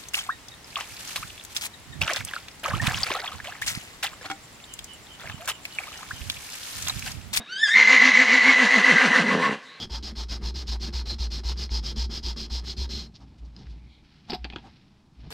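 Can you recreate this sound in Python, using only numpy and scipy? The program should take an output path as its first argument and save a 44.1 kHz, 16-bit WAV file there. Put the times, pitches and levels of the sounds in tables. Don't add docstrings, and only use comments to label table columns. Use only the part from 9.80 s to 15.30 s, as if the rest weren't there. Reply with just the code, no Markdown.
import sys
import numpy as np
from scipy import signal
from scipy.fft import rfft, irfft, next_fast_len
from scipy.io import wavfile
from scipy.ndimage import uniform_filter1d, map_coordinates

SR = 44100
rng = np.random.default_rng(int(sys.argv[2]) if len(sys.argv) > 2 else 0)


def put_to_file(sound):
    columns = np.atleast_2d(sound).T
    safe = np.clip(columns, -1, 1)
    whole_steps = np.round(safe * 32767)
    wavfile.write(sys.argv[1], SR, whole_steps.astype(np.int16))


N = 242726
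TIME = np.arange(N) / SR


# frequency in Hz, level in dB per Hz.
AMBIENCE_TONE = [(20, -5), (190, 0), (320, -9), (520, -24), (850, -18), (1900, -32), (5200, -32),
                 (8000, -40), (15500, -55)]
# frequency in Hz, level in dB per Hz.
HISS_TONE = [(200, -9.5), (2500, -17.0), (4500, -9.0), (10000, -15.5), (12800, 5.5), (15500, -10.0)]
AMBIENCE_DB, ROOM_T60_S, CUTOFF_HZ = -58, 0.11, 15750
ECHO_S, ECHO_DB = 0.00241, -15.5

# start in seconds, stroke number.
PACE = [(-0.04, 0), (0.225, 2), (1.381, 11), (1.501, 12), (2.157, 17), (2.964, 23), (3.089, 24)]
LAST_STROKE_END_S = 3.308
SETTLING = 0.52
SWELL_SCATTER = 0.21
# time in seconds, rasp level in dB.
PRESSURE = [(0, -40), (1.55, -38.5), (2.1, -38), (3.05, -39)]
# time in seconds, rocking level in dB.
SHOVE = [(-0.04, -76), (0.1, -37.5), (0.23, -42), (0.42, -37), (1.05, -35), (2.1, -34), (2.32, -39),
         (2.8, -39), (3.05, -36.5)]
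FORWARD_RASP_DB, FORWARD_SCRAPE_DB = 0.7, 1.5
FORWARD_SHOVE_DB, FORWARD_SHOVE_DB_PER_S = 2, 2.5
BACK_JUDDER_DB = 1.5

# frequency in Hz, level in dB per Hz.
DESK_TONE = [(20, 1.5), (60, -0.5), (180, -4.5), (290, -18), (450, -23.5), (700, -30)]
# centre in Hz, width in Hz, level in dB.
DESK_PEAKS = [(142.2, 7.9, -0.5), (221.8, 21, 4), (356, 96, -5)]
# frequency in Hz, level in dB per Hz.
RESTING_TONE = [(20, -3), (110, 7), (205, 3), (300, -6), (480, -18)]
DESK_HZ = 58.94
# time in seconds, peak level in dB.
NUDGES = [(3.42, -46.5), (3.63, -38), (3.89, -36), (4.04, -46), (4.62, -35.5), (5.41, -42)]
NUDGE_RISE_S, SWAY_FALL_DB_PER_S = 0.079, 90
# frequency in Hz, level in dB per Hz.
WOODY_TONE = [(150, -11), (240, 4), (380, -6.5), (520, -16), (760, 0), (1400, -21)]
# frequency in Hz, level in dB, T60 in seconds.
THUD_MODES = [(232, 1, 0.11), (314, -13, 0.07), (378, -10, 0.08)]

# start in seconds, end in seconds, brushing level in dB, panel rumble level in dB.
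SLIDES = [(3.342, 3.738, -70.5, -54), (3.833, 3.918, -64, -50.5), (4.268, 4.628, -64.5, -64.5),
          (4.71, 4.957, -62, -58), (5.438, 5.502, -61.5, -48.5)]
SLIDE_RISE_S, SLIDE_FALL_DB_PER_S = 0.17, 47
# frequency in Hz, level in dB per Hz.
BRUSH_TONE = [(850, -30), (1300, 11.5), (2600, 14), (4300, 13.5), (5400, 9.5), (6500, -8), (12000, -55)]
# middle in seconds, length in seconds, level in dB, centre in Hz, width in Hz.
SWISHES = [(3.59, 0.027, -65, 3900, 2600), (3.658, 0.026, -63.5, 4500, 2200),
           (3.87, 0.0056, -57, 2100, 1500), (3.909, 0.047, -61.5, 4070, 1980), (4.12, 0.26, -69, 2290, 350),
           (4.135, 0.12, -62.5, 3700, 1200)]
# middle in seconds, length in seconds, gritty level, dull level and judder level in dB.
SCUFFS = [(0.005, 0.033, -62, -55, -42), (0.251, 0.032, -60, -71, -41.5), (3.359, 0.026, -49, -66, -66),
          (3.421, 0.05, -65, -60, -48), (3.798, 0.078, -58, -71, -44), (4.495, 0.022, -51, -48.5, -50),
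          (4.86, 0.061, -78, -53.5, -49)]
# frequency in Hz, level in dB per Hz.
DULL_TONE = [(450, -19), (800, -4), (1300, -15), (3000, -28)]

# time in seconds, crack level, thud level, hollow level and
# ring level in dB, lower ring in Hz, upper ring in Hz.
TAPS = [(1.8928, -51, -55, -46, -42, 2200, 4200), (3.7646, -54, -64, -60, -41.5, 4250, 4980),
        (4.6439, -30, -48, -43, -32, 1600, 4590), (4.65, -40, -34, -37, -38, 3200, 4300),
        (4.7007, -38.5, -44, -55, -38.5, 2550, 3300), (4.725, -46, -46, -49, -43, 2550, 3070),
        (4.734, -44, -40.5, -49, -41, 2560, 3340), (4.7602, -34.5, -40.5, -29.5, -32, 1410, 3320),
        (4.784, -49, -44, -51, -45, 2560, 3240)]
# time in seconds, slap level in dB, thud level in dB, ring level in dB.
LANDING = [(4.498, -39, -33.5, -35), (4.5038, -48, -41, -31.5), (4.5189, -32.5, -40, -47),
           (4.5307, -37, -28, -40), (4.5334, -43, -32.5, -37.5), (4.5418, -44, -37, -39),
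           (4.5472, -44, -45, -35.5)]
# frequency in Hz, level in dB per Hz.
CRACK_TONE = [(900, -14), (1900, 4.5), (2800, 7.5), (4000, 3), (4900, -0.5), (5700, -15), (7500, -24),
              (14000, -89)]
# frequency in Hz, level in dB per Hz.
HOLLOW_TONE = [(250, 11.5), (500, -3), (1500, -1.5), (2100, -11), (3500, -60)]
# frequency in Hz, level in dB per Hz.
RATTLE_TONE = [(2600, -14.5), (3400, -5.5), (5150, 2), (5700, -16), (6600, -31), (12000, -50)]
# centre in Hz, width in Hz, level in dB.
RATTLE_PEAKS = [(7840, 200, -23), (13100, 400, -24.5)]
# frequency in Hz, level in dB, T60 in seconds.
CLUTTER_MODES = [(735, 6, 0.12), (830, -5, 0.12), (3440, -9, 0.06), (3900, -9, 0.08), (4312, -9, 0.09),
                 (4900, -1, 0.055)]
SOFT_CONTACT_HZ = 6500

# frequency in Hz, level in dB per Hz.
RASP_TONE = [(1200, -27), (2400, -11), (3400, -2.5), (5450, 0.5), (5750, -5.5), (6250, -8), (7500, -18),
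             (9500, -29), (11200, -32.5), (12600, -28.5), (15500, -35.5)]
# frequency in Hz, level in dB per Hz.
SCRAPE_TONE = [(300, 3), (430, -4), (620, 0.5), (1400, -1), (2100, -3), (3000, -8.5), (5000, -22)]
# centre in Hz, width in Hz, level in dB.
SCRAPE_PEAKS = [(923, 130, 9.2)]
SCRAPE_DB, SMOOTHING_DB_PER_S = -47, 1.5
# centre in Hz, width in Hz.
SLIVER = [(3280, 283), (4190, 290), (5010, 472)]
# time in seconds, level in dB.
LOW_RING = [(0.03, -40), (0.2, -51), (1.4, -64), (1.8, -63), (2.07, -46), (2.35, -49), (3.15, -51.5)]
# time in seconds, level in dB.
MIDDLE_RING = [(0, -48), (0.8, -44.5), (1.15, -42.5), (1.3, -37), (1.43, -42.5), (2.45, -45), (3.0, -42),
               (3.17, -41)]
# time in seconds, level in dB.
HIGH_RING = [(0, -41.5), (1.55, -44.5), (1.95, -39), (2.2, -39.5), (2.6, -39.5), (3.15, -45.5)]


def from_db(db):
    return 10 ** (np.asarray(db) / 20)


def rms_one(x):
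    return x / np.sqrt(np.mean(x ** 2) + 1e-20)


def noise():
    return rng.standard_normal(N)


def drift(rate):
    r = np.exp(-80 * np.pi * rate / SR)
    slow = signal.lfilter([1], [1, -2 * r, r * r], rng.standard_normal(N // 40 + 2002))[2000:]
    return np.interp(np.arange(N) / 40, np.arange(len(slow)), rms_one(slow))


def curve_at(times, curve):
    return np.interp(times, *np.transpose(curve))


def colour(x, tone, peaks=()):
    size = 2 * next_fast_len(N // 2 + SR // 4)
    hz = np.maximum(np.fft.rfftfreq(size, 1 / SR), 1)
    points, db = np.transpose(tone)
    skirts = 1 / (1 + (hz / points[-1] / 2) ** 8) / (1 + (points[0] / hz / 2) ** 8)
    power = from_db(np.interp(np.log(hz), np.log(points), db)) ** 2 * skirts + 1e-12
    for centre, width, peak_db in peaks:
        power = power + (from_db(peak_db) / (1 + ((hz - centre) / width) ** 2 * 2)) ** 2
    cepstrum = irfft(np.log(power / power.mean()))[:size // 2]
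    cepstrum[0] /= 2
    response = np.exp(rfft(cepstrum, size))
    return irfft(rfft(x, size) * response, size)[:N]


def band(x, hz, width_hz):
    edges = np.clip([hz - width_hz / 2, hz + width_hz / 2], 20, .45 * SR)
    return rms_one(signal.sosfilt(signal.butter(2, edges, "band", fs=SR, output="sos"), x))


def softened(x):
    return signal.sosfilt(signal.butter(4, SOFT_CONTACT_HZ, fs=SR, output="sos"), x)


def grit(per_s, spread_db):
    caught = rng.random(N) < per_s / SR
    hardness = from_db(spread_db * np.minimum(rng.exponential(1, N), 4))
    return rms_one(caught * noise() * hardness)


def strike(times, blow_db, modes, scatter_db):
    out = np.zeros(N)
    at = np.round(times * SR).astype(int)
    for hz, mode_db, t60 in modes:
        clicks = np.full(N, 1e-18)
        clicks[at] = from_db(blow_db + mode_db + scatter_db * rng.standard_normal(len(at)))
        r = from_db(-60 / (t60 * SR))
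        w = 2 * np.pi * hz / SR
        out += signal.lfilter([0, np.sin(w)], [1, -2 * r * np.cos(w), r * r], clicks)
    return out


def bursts(times, blow_db, tone, t60, peaks=()):
    clicks = np.full(N, 1e-18)
    clicks[np.round(times * SR).astype(int)] = from_db(blow_db)
    decay = signal.lfilter([1], [1, -from_db(-60 / (t60 * SR))], clicks)
    return colour(decay * noise(), tone, peaks)


def stroke_starts():
    seconds, number = np.transpose(PACE)
    return np.interp(np.arange(number[-1] + 1), number, seconds)


def per_stroke(curve, forward_db):
    starts = stroke_starts()
    return curve_at(starts, curve) + forward_db * (np.arange(len(starts)) % 2 - .5)


def swing(strengths_db, pause_s, skew, fullness):
    out = np.zeros(N)
    starts = stroke_starts()
    pauses = pause_s * (1 + SETTLING * np.exp(-starts))
    ends = np.append(starts[1:], LAST_STROKE_END_S) - pauses
    skews = skew * np.exp(SWELL_SCATTER * rng.standard_normal(len(starts)))
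    for start, end, db, lean in zip(starts, ends, strengths_db, skews):
        travel = (TIME - start) / (end - start)
        moving = (travel > 0) & (travel < 1)
        out[moving] += from_db(db) * np.sin(np.pi * travel[moving] ** lean) ** fullness
    return out * from_db(np.interp(TIME, [3.16, LAST_STROKE_END_S], [0, -9]))


def gestures(starts, ends, levels_db, rise_s, fall_db_per_s):
    rise = np.clip((TIME - starts[:, None]) / rise_s + 1, 0, 1) ** 2
    fall_db = fall_db_per_s * np.maximum(TIME - ends[:, None], 0)
    return np.max(rise * from_db(levels_db[:, None] - fall_db), axis=0)


def sliding():
    starts, ends, *levels = np.transpose(SLIDES)
    return [gestures(starts, ends, db, SLIDE_RISE_S, SLIDE_FALL_DB_PER_S) for db in levels]


def ambience():
    return from_db(AMBIENCE_DB) * colour(noise(), AMBIENCE_TONE)


def room(x, wet_db):
    t = TIME[:SR // 2]
    tail = rng.standard_normal(len(t)) * from_db(-60 * t / ROOM_T60_S) * (t > .005)
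    tail /= np.sqrt(np.sum(tail ** 2))
    return x + from_db(wet_db) * signal.fftconvolve(x, tail)[:N]


def reflected(x):
    return x + from_db(ECHO_DB) * np.interp(TIME - ECHO_S, TIME, x, left=0)


def hiss(hiss_db=-35):
    strokes = swing(per_stroke(PRESSURE, FORWARD_RASP_DB) + hiss_db, pause_s=.01, skew=1, fullness=.5)
    return (strokes + from_db(-88.0)) * colour(noise(), HISS_TONE)


def desk(rocking_db=6.0, rumble_db=-43.0, lag_s=0.0188, wander_hz=2.57, lumpy_db=3.0):
    shove_db = per_stroke(SHOVE, FORWARD_SHOVE_DB + FORWARD_SHOVE_DB_PER_S * stroke_starts())
    times, nudge_db = np.transpose(NUDGES)
    nudged = gestures(times, times, nudge_db, NUDGE_RISE_S, SWAY_FALL_DB_PER_S)
    _, rumble = sliding()
    push = swing(shove_db + rocking_db, pause_s=0, skew=0.27, fullness=0.38)
    late_push = np.interp(TIME - lag_s, TIME, push)
    swaying = uniform_filter1d(late_push + nudged, size=SR // 80)
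    hz = DESK_HZ + wander_hz * drift(7.07)
    boom = np.sqrt(2) * swaying * np.sin(2 * np.pi * np.cumsum(hz) / SR)
    lumps = noise() * from_db(lumpy_db * drift(22.0))
    shaking = swing(per_stroke([(0, rumble_db)], -BACK_JUDDER_DB), pause_s=0, skew=0.4, fullness=0.34)
    return boom + colour(lumps * shaking, DESK_TONE, DESK_PEAKS) + colour(lumps * rumble, RESTING_TONE)


def thuds(times, blow_db, woody_db=-4.5, modes_db=-1.5):
    bump = bursts(times, blow_db + woody_db, WOODY_TONE, t60=0.074)
    return bump + strike(times, blow_db + modes_db, THUD_MODES, scatter_db=5.5)


def brushing(brush_db=0.0, uneven_db=-1.5):
    brush, _ = sliding()
    texture = colour(grit(per_s=9700, spread_db=-2.5), BRUSH_TONE)
    return brush * from_db(brush_db + uneven_db * drift(40)) * texture


def swishes(uneven_db=1.5):
    swells = np.zeros(N)
    for middle, length, db, hz, width in SWISHES:
        swell = np.exp(-(2 * (TIME - middle) / length) ** 2)
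        swells += from_db(db) * swell * band(noise(), hz, width)
    return swells * from_db(uneven_db * drift(40))


def scuffs():
    middle, length, *levels = np.transpose(SCUFFS)
    swells = np.exp(-(2 * (TIME - middle[:, None]) / length[:, None]) ** 2)
    gritty, dull, judder = from_db(levels) @ swells
    rasp = colour(gritty * grit(per_s=1800, spread_db=0.5), RASP_TONE)
    juddering = colour(judder * noise(), DULL_TONE, [(205, 88, 19.0)])
    return softened(rasp) + colour(dull * noise(), DULL_TONE) + juddering


def taps(ring_t60=0.017):
    times, crack, thud, hollow, *_ = np.transpose(TAPS)
    knock = bursts(times, crack, CRACK_TONE, t60=0.027) + bursts(times, hollow, HOLLOW_TONE, t60=0.035)
    rings = np.zeros(N)
    for time, *_, ring_db, low_hz, high_hz in TAPS:
        modes = [(low_hz, 0, ring_t60), (high_hz, 0, ring_t60)]
        rings += strike(np.array([time]), ring_db, modes, scatter_db=1)
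    return knock + softened(rings) + thuds(times, thud)


def landing(rattle_db=0.5, ring_db=-8.5):
    times, slap, thud, ring = np.transpose(LANDING)
    touch = bursts(times, slap, CRACK_TONE, t60=0.025) + bursts(times, slap, HOLLOW_TONE, t60=0.045)
    rattle = bursts(times, ring + rattle_db, RATTLE_TONE, t60=0.043, peaks=RATTLE_PEAKS)
    ringing = softened(strike(times, ring + ring_db, CLUTTER_MODES, scatter_db=2.0))
    return touch + rattle + ringing + thuds(times, thud)


def turning(creep_db=-63):
    crackle = grit(per_s=900, spread_db=5.5)
    peaks = [(hz, width, 2) for hz, width in SLIVER]
    return (TIME < stroke_starts()[-1]) * from_db(creep_db) * colour(crackle, SCRAPE_TONE, peaks)


def gripped(x, shift):
    return map_coordinates(x, [np.cumsum(1 + shift * drift(3.71))], order=5, mode="mirror")


def sanding(uneven_db=1.0, scrape_uneven_db=2.5, ring_waver_db=1.36):
    starts = stroke_starts()
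    unevenness = drift(42)

    rasp = from_db(curve_at(TIME, PRESSURE)) * colour(grit(per_s=14000, spread_db=1.0), RASP_TONE)
    for (hz, width_hz), levels in zip(SLIVER, (LOW_RING, MIDDLE_RING, HIGH_RING)):
        level_db = curve_at(TIME, levels) + ring_waver_db * drift(16)
        ring = band(grit(per_s=5000, spread_db=1.5), hz, width_hz)
        rasp += from_db(level_db) * gripped(ring, shift=0.006)
    rasp *= swing(per_stroke([(0, 0)], FORWARD_RASP_DB), pause_s=0.021, skew=0.93, fullness=0.9)
    rasp *= from_db(uneven_db * unevenness)

    forward = np.searchsorted(starts, TIME) % 2 == 0
    drag = grit(per_s=6000, spread_db=0.5)
    scrape = np.where(forward, colour(drag, SCRAPE_TONE, SCRAPE_PEAKS), colour(drag, SCRAPE_TONE))
    scrape_levels = per_stroke([(0, SCRAPE_DB)], FORWARD_SCRAPE_DB) - SMOOTHING_DB_PER_S * starts
    scrape *= swing(scrape_levels, pause_s=0.021, skew=1.3, fullness=0.31)
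    scrape *= from_db(scrape_uneven_db * unevenness)
    return rasp + scrape


def scene():
    hand_work = room(sanding() + turning() + scuffs(), wet_db=-13)
    blows = room(landing() + taps(), wet_db=-12.0)
    on_desk = reflected(hand_work + blows + brushing() + swishes())
    return on_desk + desk() + ambience() + hiss() * np.array([[1], [-1]])


def record(dry):
    return signal.sosfilt(signal.ellip(10, .1, 80, CUTOFF_HZ, fs=SR, output="sos"), dry)


dry = scene()
out = record(dry)
put_to_file(out)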